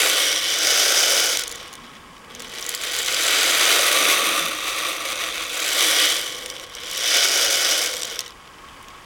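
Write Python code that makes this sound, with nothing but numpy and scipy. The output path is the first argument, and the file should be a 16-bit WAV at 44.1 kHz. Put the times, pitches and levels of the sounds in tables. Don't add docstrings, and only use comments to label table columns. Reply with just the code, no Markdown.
import sys
import numpy as np
from scipy import signal
from scipy.fft import rfft, irfft
from scipy.io import wavfile

SR = 44100
rng = np.random.default_rng(int(sys.argv[2]) if len(sys.argv) > 2 else 0)


def int16_out(signal):
    q = np.round(np.clip(np.atleast_2d(signal).T, -1, 1) * 32767)
    wavfile.write(sys.argv[1], SR, q.astype(np.int16))


def ratio_of_db(decibels):
    return 10 ** (np.asarray(decibels, float) / 20)


N = 399105

# pitch_hz, width_hz, then level_db with the heap at the
# near wall [dB], lower side [dB], upper side [dB], far wall [dB]
WALL_MODES = [(318.5, 29.4, -16.5, -7, -19, -8.5), (421, 110, -15, -7, -20.5, -15.5),
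              (651, 166, -7.5, -9.5, -12.5, -9), (1160, 107, -18.5, -9, -15.5, -4),
              (1347, 200, -19.5, -27, -12, -9.5), (1448, 217, -5, -12, -9.5, -16.5),
              (1936, 240, -12.5, -10.5, -12, -11), (2229, 132, -10.5, -11, -12.5, -11.5),
              (2523, 430, -13, -20, -12, -8.5), (2973, 110, -10.5, -11.5, -13.5, -23.5),
              (3226, 380, -10, -5.5, -11, -11), (3550, 220, -11.5, -10.5, -15, -8),
              (3830, 470, -13, -11.5, -10, -8.5), (4750, 460, -12.5, -15, -10.5, -11.5),
              (5010, 560, -6.5, -10.5, -17, -19), (5620, 310, -9.5, -6.5, -23, -15),
              (5976, 450, -8.5, -8.5, -11.5, -5), (6500, 610, -10, -28, -14, -14),
              (7560, 500, -17, -18.5, -10.5, -27), (8600, 350, -16, -13.5, -17, -12.5)]
SLOW_DB = -28.5
ECHO_S = 0.013
RING_VARIETY_DB = 3.0


def heap():
    # pitch_hz, level_db
    tick_colour = [(400, -7), (800, -22), (1700, -14), (3000, -10.5), (5000, -7.5), (7000, -11.5),
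                   (9000, -3.5), (12000, -3.5), (16000, -48)]
    busy_per_s, thinning = 3500, 0.75
    echo_db = -8
    vigour, tumble, place = motion()
    creep = np.maximum(SLOW_DB - vigour, 0)
    rest = np.clip(-24 - vigour, 0, 14)

    def by_place(row):
        return np.interp(place, np.arange(4), row)

    levels = [vigour,
              vigour + by_place((-9.5, -15.5, -10, -14.5)) - 0.055 * creep + 0.8 * tumble,
              vigour + by_place((1, -4, -4.5, -11)) - 0.44 * creep + 0.3 * tumble,
              vigour + by_place((-4, -5.5, -7, -8.5)) - creep + tumble]

    per_s = np.clip(busy_per_s * ratio_of_db(thinning * (vigour + 25)), 200, 10000)
    clump_db = np.clip(-0.22 * (vigour + 14.5), 0.8, 4.0)
    train = knocks(per_s, spread_db=3.0, clump_db=clump_db)
    fade = ratio_of_db(-120 / (ECHO_S * SR))
    scatter = ratio_of_db(echo_db) * np.sqrt(signal.lfilter([1 - fade], [1, -fade], train ** 2))
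    chance = rng.standard_normal(N + 5000)

    breathing_hz = by_place((543, 530, 522, 543)) - by_place((6.5, 1.24, 7.2, 2.5)) * rest
    breathing_db = levels[1] + by_place((0, 1, -7, -0.5)) + 0.4 * rest
    out = gliding(chance[:N][::-1] * ratio_of_db(breathing_db), breathing_hz, 39)

    for k, (hz, width_hz, *place_db) in enumerate(WALL_MODES):
        own = chance[k * 200:][:N]
        drive = train * (0.66 + 0.58 * own) + (0.41 + scatter) * own[::-1]
        ring = steep(drive * ratio_of_db(level_at(hz, levels) + by_place(place_db)), hz, width_hz)
        out += (-1) ** k * ring

    for k, hz in enumerate(np.geomspace(400, 16500, 16)):
        own = chance[k * 230 + 100:][:N]
        drive = (train + 0.86 * scatter + 0.087) * own
        out += resonate(drive * ratio_of_db(level_at(hz, levels) + at_hz(tick_colour, hz)), hz, 0.43 * hz)
    return out


def motion():
    # time_s, vigour_db, tumbling_db (tumbling rather than sliding)
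    swirls = [
        [(0, -19.5, 5), (.33, -23, -1), (.47, -26.5, -5.5), (.68, -23.5, 0), (1.17, -24.5, 2), (1.33, -28, 1),
         (1.41, -32, -6), (1.53, -40, 2), (2.05, -51.5, -6)],
        [(2.27, -51.5, 10), (2.4, -42, 5), (2.65, -35.5, 1), (2.87, -30, -1), (3.4, -20, 0.5), (4.02, -20, 5),
         (4.4, -25, 5), (4.56, -30, 2), (4.8, -26.5, 2)],
        [(5.0, -31, 5), (5.14, -28.5, 1.5), (5.45, -30.5, 0), (5.85, -21.5, 2.5), (6.03, -19, -2),
         (6.27, -32.5, 1.5), (6.55, -41, 9), (6.7, -43, 3)],
        [(6.8, -39, -1), (6.96, -30.5, -4.5), (7.15, -19.5, -4.5), (7.3, -25, 0.5), (7.68, -24, 0.5),
         (7.96, -32.5, 0.5), (8.24, -40, -1), (8.33, -52, -5), (9.05, -52.5, -3)],
    ]
    # time_s, place [0 near wall, 1 lower side, 2 upper side, 3 far wall]
    heap_path = [(0, 2.2), (.3, 0.87), (.45, 0.8), (.65, 0.036), (1.3, 0.07), (1.6, .6), (2.5, 1.52),
                 (3.3, 1.88), (4.0, 2.58), (4.35, 3.2), (5.5, 2.8), (5.8, 1.3), (6.2, 1.32), (7.0, 0.55),
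                 (7.3, 0.032), (7.8, 0.3), (8.2, 0.56), (9.05, 1.2)]
    vigour, tumble = in_time(np.vstack(swirls))
    return vigour, tumble, in_time(heap_path)[0]


def level_at(hz, levels):
    region_hz = [500, 2800, 5600, 11000]
    low, middle, upper, top = [np.interp(np.log(hz), np.log(region_hz), row) for row in np.eye(4)]
    return middle * levels[0] + low * levels[1] + upper * levels[2] + top * levels[3]


def knocks(per_s, spread_db, clump_db):
    sizes = ratio_of_db(spread_db * np.minimum(rng.exponential(1, N), 5)) * rng.choice([-1, 1], N)
    born = rng.random(N) < per_s * ratio_of_db(clump_db * drift(25)) / SR
    return rms_one(sizes) * born / np.sqrt(per_s / SR)


def strays(rows):
    delay_s = 0.0012
    ring_share = 2
    tick_echo_db, tick_variety_db, stray_db = -17, 1.8, -2
    out, age = np.zeros(N + 2000), np.arange(1500) / SR

    hz, width_hz, near_db, side_db = np.transpose(WALL_MODES)[:4]
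    decay = np.exp(-np.pi * 1.1 * np.outer(width_hz, age))
    modes = np.sin(2 * np.pi * np.outer(hz, age)) * decay * np.minimum(age / 0.00041, 1)
    slope = np.minimum((hz / 3000) ** 1.25, 3500 / hz)

    luck = rng.standard_normal((len(rows), len(WALL_MODES) + 4))
    echoes = rng.standard_normal((len(rows), 1500)) * ratio_of_db(tick_echo_db - 60 * age / ECHO_S)
    echoes *= age > 0.0008
    echoes[:, 0] = 1

    for (s, peak_db, tick_hz, ring_db), own, echo in zip(rows, luck, echoes):
        cycles = tick_hz * age[:120]
        tick = 0
        for m, db, g in zip((0.7, 1.1, 1.55, 2.2), (-8.5, -2.0, -5, -9.5), own):
            swell = m * cycles * np.exp(-0.86 * m * cycles)
            tick = tick + np.sin(2 * np.pi * m * cycles) * swell * ratio_of_db(db + tick_variety_db * g)
        tick = np.convolve(tick / np.abs(tick).max(), echo)[:1500]
        strength = ratio_of_db(ring_share * ring_db + side_db + 10 + RING_VARIETY_DB * own[4:]) * slope
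        i = round((s + delay_s) * SR)
        out[i:i + 1500] += ratio_of_db(peak_db + stray_db) * (tick + strength @ modes)
    return out[:N]


def loose():
    per_s, at_db, range_db = 130, -32.5, 8
    tries = 1350
    s, chance = rng.uniform(0, N / SR, tries), rng.random(tries)
    luck = rng.standard_normal((tries, 3))
    vigour, tumble, place = np.array(motion())[:, (s * SR).astype(int)]
    falls = chance * tries * SR / N < per_s * np.exp(-((vigour - at_db) / range_db) ** 2)
    above_db = np.interp(place, np.arange(4), (17.4, 10.6, 17.5, 7.3))
    peak_db = vigour + above_db + 3 * np.minimum(luck[:, 0], 1)
    tick_hz = 6400 * np.exp(0.088 * luck[:, 1])
    ring_db = -15 + RING_VARIETY_DB * np.minimum(luck[:, 2], 1)
    return np.transpose([s, peak_db, tick_hz, ring_db])[falls]


def grip():
    # start_s, length_s, level_db
    shifts = [
        (1.75, 0.82, -51.5),
        (4.036, .4, -46),
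    ]
    rise_db_per_s, fall_db_per_s = 114, 120
    white, t = rng.standard_normal(N), np.arange(N) / SR
    dull = steep(white, 158.0, 14) - 2.4 * steep(white, 231, 62)
    waver = 1.5 * drift(12)
    loudness = np.zeros(N)
    for s, length, db in shifts:
        before = rise_db_per_s * np.maximum(s - t, 0)
        after = fall_db_per_s * np.maximum(t - s - length, 0)
        loudness += ratio_of_db(db + waver - before - after)
    return rms_one(dull) * loudness


def room():
    # pitch_hz, level_db (per Hz)
    room_colour = [(15, -22), (25, 0.5), (45, -3.5), (130, -5), (400, -6.5), (650, -10), (900, -4.5),
                   (1450, -10), (2600, -10.5), (4000, -23), (7000, -20), (10000, -24), (14000, -32),
                   (17500, -38)]
    # pitch_hz, width_hz, level_db
    room_peaks = [(38.6, 16, -22), (1098, 81, -9), (1266, 47, -14), (1616, 69, -17.5), (1950, 110, -20),
                  (2300, 160, -23), (2890, 85, -30.5), (4800, 790, -22), (15700, 30, -40)]
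    room_db, duck, waver_db = -43.5, 0.16, 0.9
    hz = np.maximum(np.arange(N // 2 + 1) * SR / N, 1)
    noise = rms_one(irfft(rfft(rng.standard_normal(N)) * ratio_of_db(at_hz(room_colour, hz)), N))
    white = rng.standard_normal(N)
    noise = 0.74 * noise + sum(ratio_of_db(db) * steep(white, f, w) for f, w, db in room_peaks)
    loud = np.maximum(motion()[0] - SLOW_DB, 0)
    return noise * ratio_of_db(room_db - duck * loud + waver_db * drift(3.2))


def rms_one(x):
    return x / np.sqrt(np.mean(x ** 2) + 1e-20)


def in_time(rows):
    s, *columns = np.transpose(rows)
    return [np.interp(np.arange(N) / SR, s, c) for c in columns]


def at_hz(points, hz):
    point_hz, db = np.transpose(points)
    return np.interp(np.log(hz), np.log(point_hz), db)


def drift(rate):
    steps = rng.standard_normal(int(N / SR * rate) + 2)
    return np.interp(np.arange(N) / SR * rate, np.arange(len(steps)), steps)


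def resonate(x, hz, width_hz):
    r = np.exp(-np.pi * width_hz / SR)
    gain = np.sqrt((1 - r * r) / 2)
    return signal.lfilter([gain, 0, -gain], [1, -2 * r * np.cos(2 * np.pi * hz / SR), r * r], x + 1e-18)


def steep(x, hz, width_hz):
    wide = 1.4 * width_hz
    top = np.sqrt(SR / (2 * np.pi * wide)) / np.sqrt(2)
    return resonate(resonate(x, hz, wide), hz, wide) / top


def gliding(x, hz, width_hz):
    turn = np.exp(2j * np.pi * np.cumsum(hz) / SR)
    r = np.exp(-np.pi * width_hz / SR)
    return np.real(turn * signal.lfilter([np.sqrt(2 - 2 * r * r)], [1, -r], x / turn))


def scene():
    # start_s, peak_db, tick_hz, ring_db (wall
    lone_beads = [(1.371, 0, 5780, -12), (1.3934, -4, 6600, -17), (1.4202, -14, 6420, -17),
                  (1.4359, -7, 5700, -15), (1.4775, -8, 6370, -20), (1.493, -19, 6500, -17),
                  (1.514, -12, 6500, -21), (1.5234, -14, 6360, -10), (1.5564, -15, 6400, -15),
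                  (1.728, -20, 6480, -8), (1.7364, -18, 5870, -8), (1.7524, -21, 5790, -14),
                  (2.3491, -16.5, 5800, -9), (2.395, -19, 5190, -14), (2.4014, -17, 6310, -9),
                  (2.4204, -16, 6400, -8.5), (2.5571, -19, 4530, -19), (2.5832, -18, 4980, -2.5),
                  (2.6085, -16, 7320, -15), (2.6249, -11, 5160, -13), (2.663, -8, 6400, -15.5),
                  (2.6908, -2, 6900, -21), (2.7054, -20, 6630, -17), (2.7477, -4, 6900, -27),
                  (2.7523, -13.5, 7380, -14), (2.7756, -15.5, 4550, -14), (2.814, -12, 7250, -15),
                  (2.949, -12.5, 5000, -13), (2.9873, -6, 6540, -17.5), (3.1438, -3, 4530, -23),
                  (6.328, -28, 4960, -10), (6.459, -13, 5870, -3), (6.4654, -35, 5820, -5),
                    (6.4996, -11, 4900, -9), (6.564, -27, 5640, 1), (6.5964, -23, 7750, 0),
                    (6.6084, -30, 5030, -3), (6.6378, -27, 4820, -5), (6.7501, -14, 5400, -18),
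                    (6.9125, -9.5, 5860, -19), (6.976, -7, 5230, -13), (7.859, -7, 6320, -17),
                    (7.8834, -20.5, 5150, -9.5), (7.9663, -8, 5130, -17), (8.0192, -9, 5140, -16),
                    (8.0316, -5, 4900, -14.5), (8.0508, -9, 6000, -14), (8.0985, -14, 5100, -18),
                    (8.1334, -21, 5850, -16), (8.1574, -14, 5200, -16), (8.1905, -2, 5040, -26),
                    (8.205, -8, 5850, -18), (8.2114, -19, 5840, -14), (8.2621, -22, 4940, -14),
                    (8.2684, -27, 5160, -15), (8.278, -20, 5690, -19), (8.2884, -34, 5880, -15),
                    (8.305, -24, 4710, -16), (8.8258, -29, 8790, -10), (8.8832, -26, 5900, -2.5)]
    beads = heap() + strays(lone_beads) + strays(loose())
    no_bass = signal.butter(6, 265, "high", fs=SR, output="sos")
    return (signal.sosfilt(no_bass, beads) + grip() + room())[None]


def top_cut(x):
    return signal.sosfilt(signal.butter(12, 18490, fs=SR, output="sos"), x)


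def record(dry):
    soft_cut = signal.cheby2(10, 33, 17750, fs=SR, output="sos")
    hard_cut = signal.cheby2(12, 50, 18500, fs=SR, output="sos")
    rounded = 1.094 * np.tanh(signal.sosfilt(soft_cut, dry) / 1.215)
    mix = signal.sosfilt(hard_cut, rounded)
    return top_cut(mix)


dry = scene()
out = record(dry)
int16_out(out)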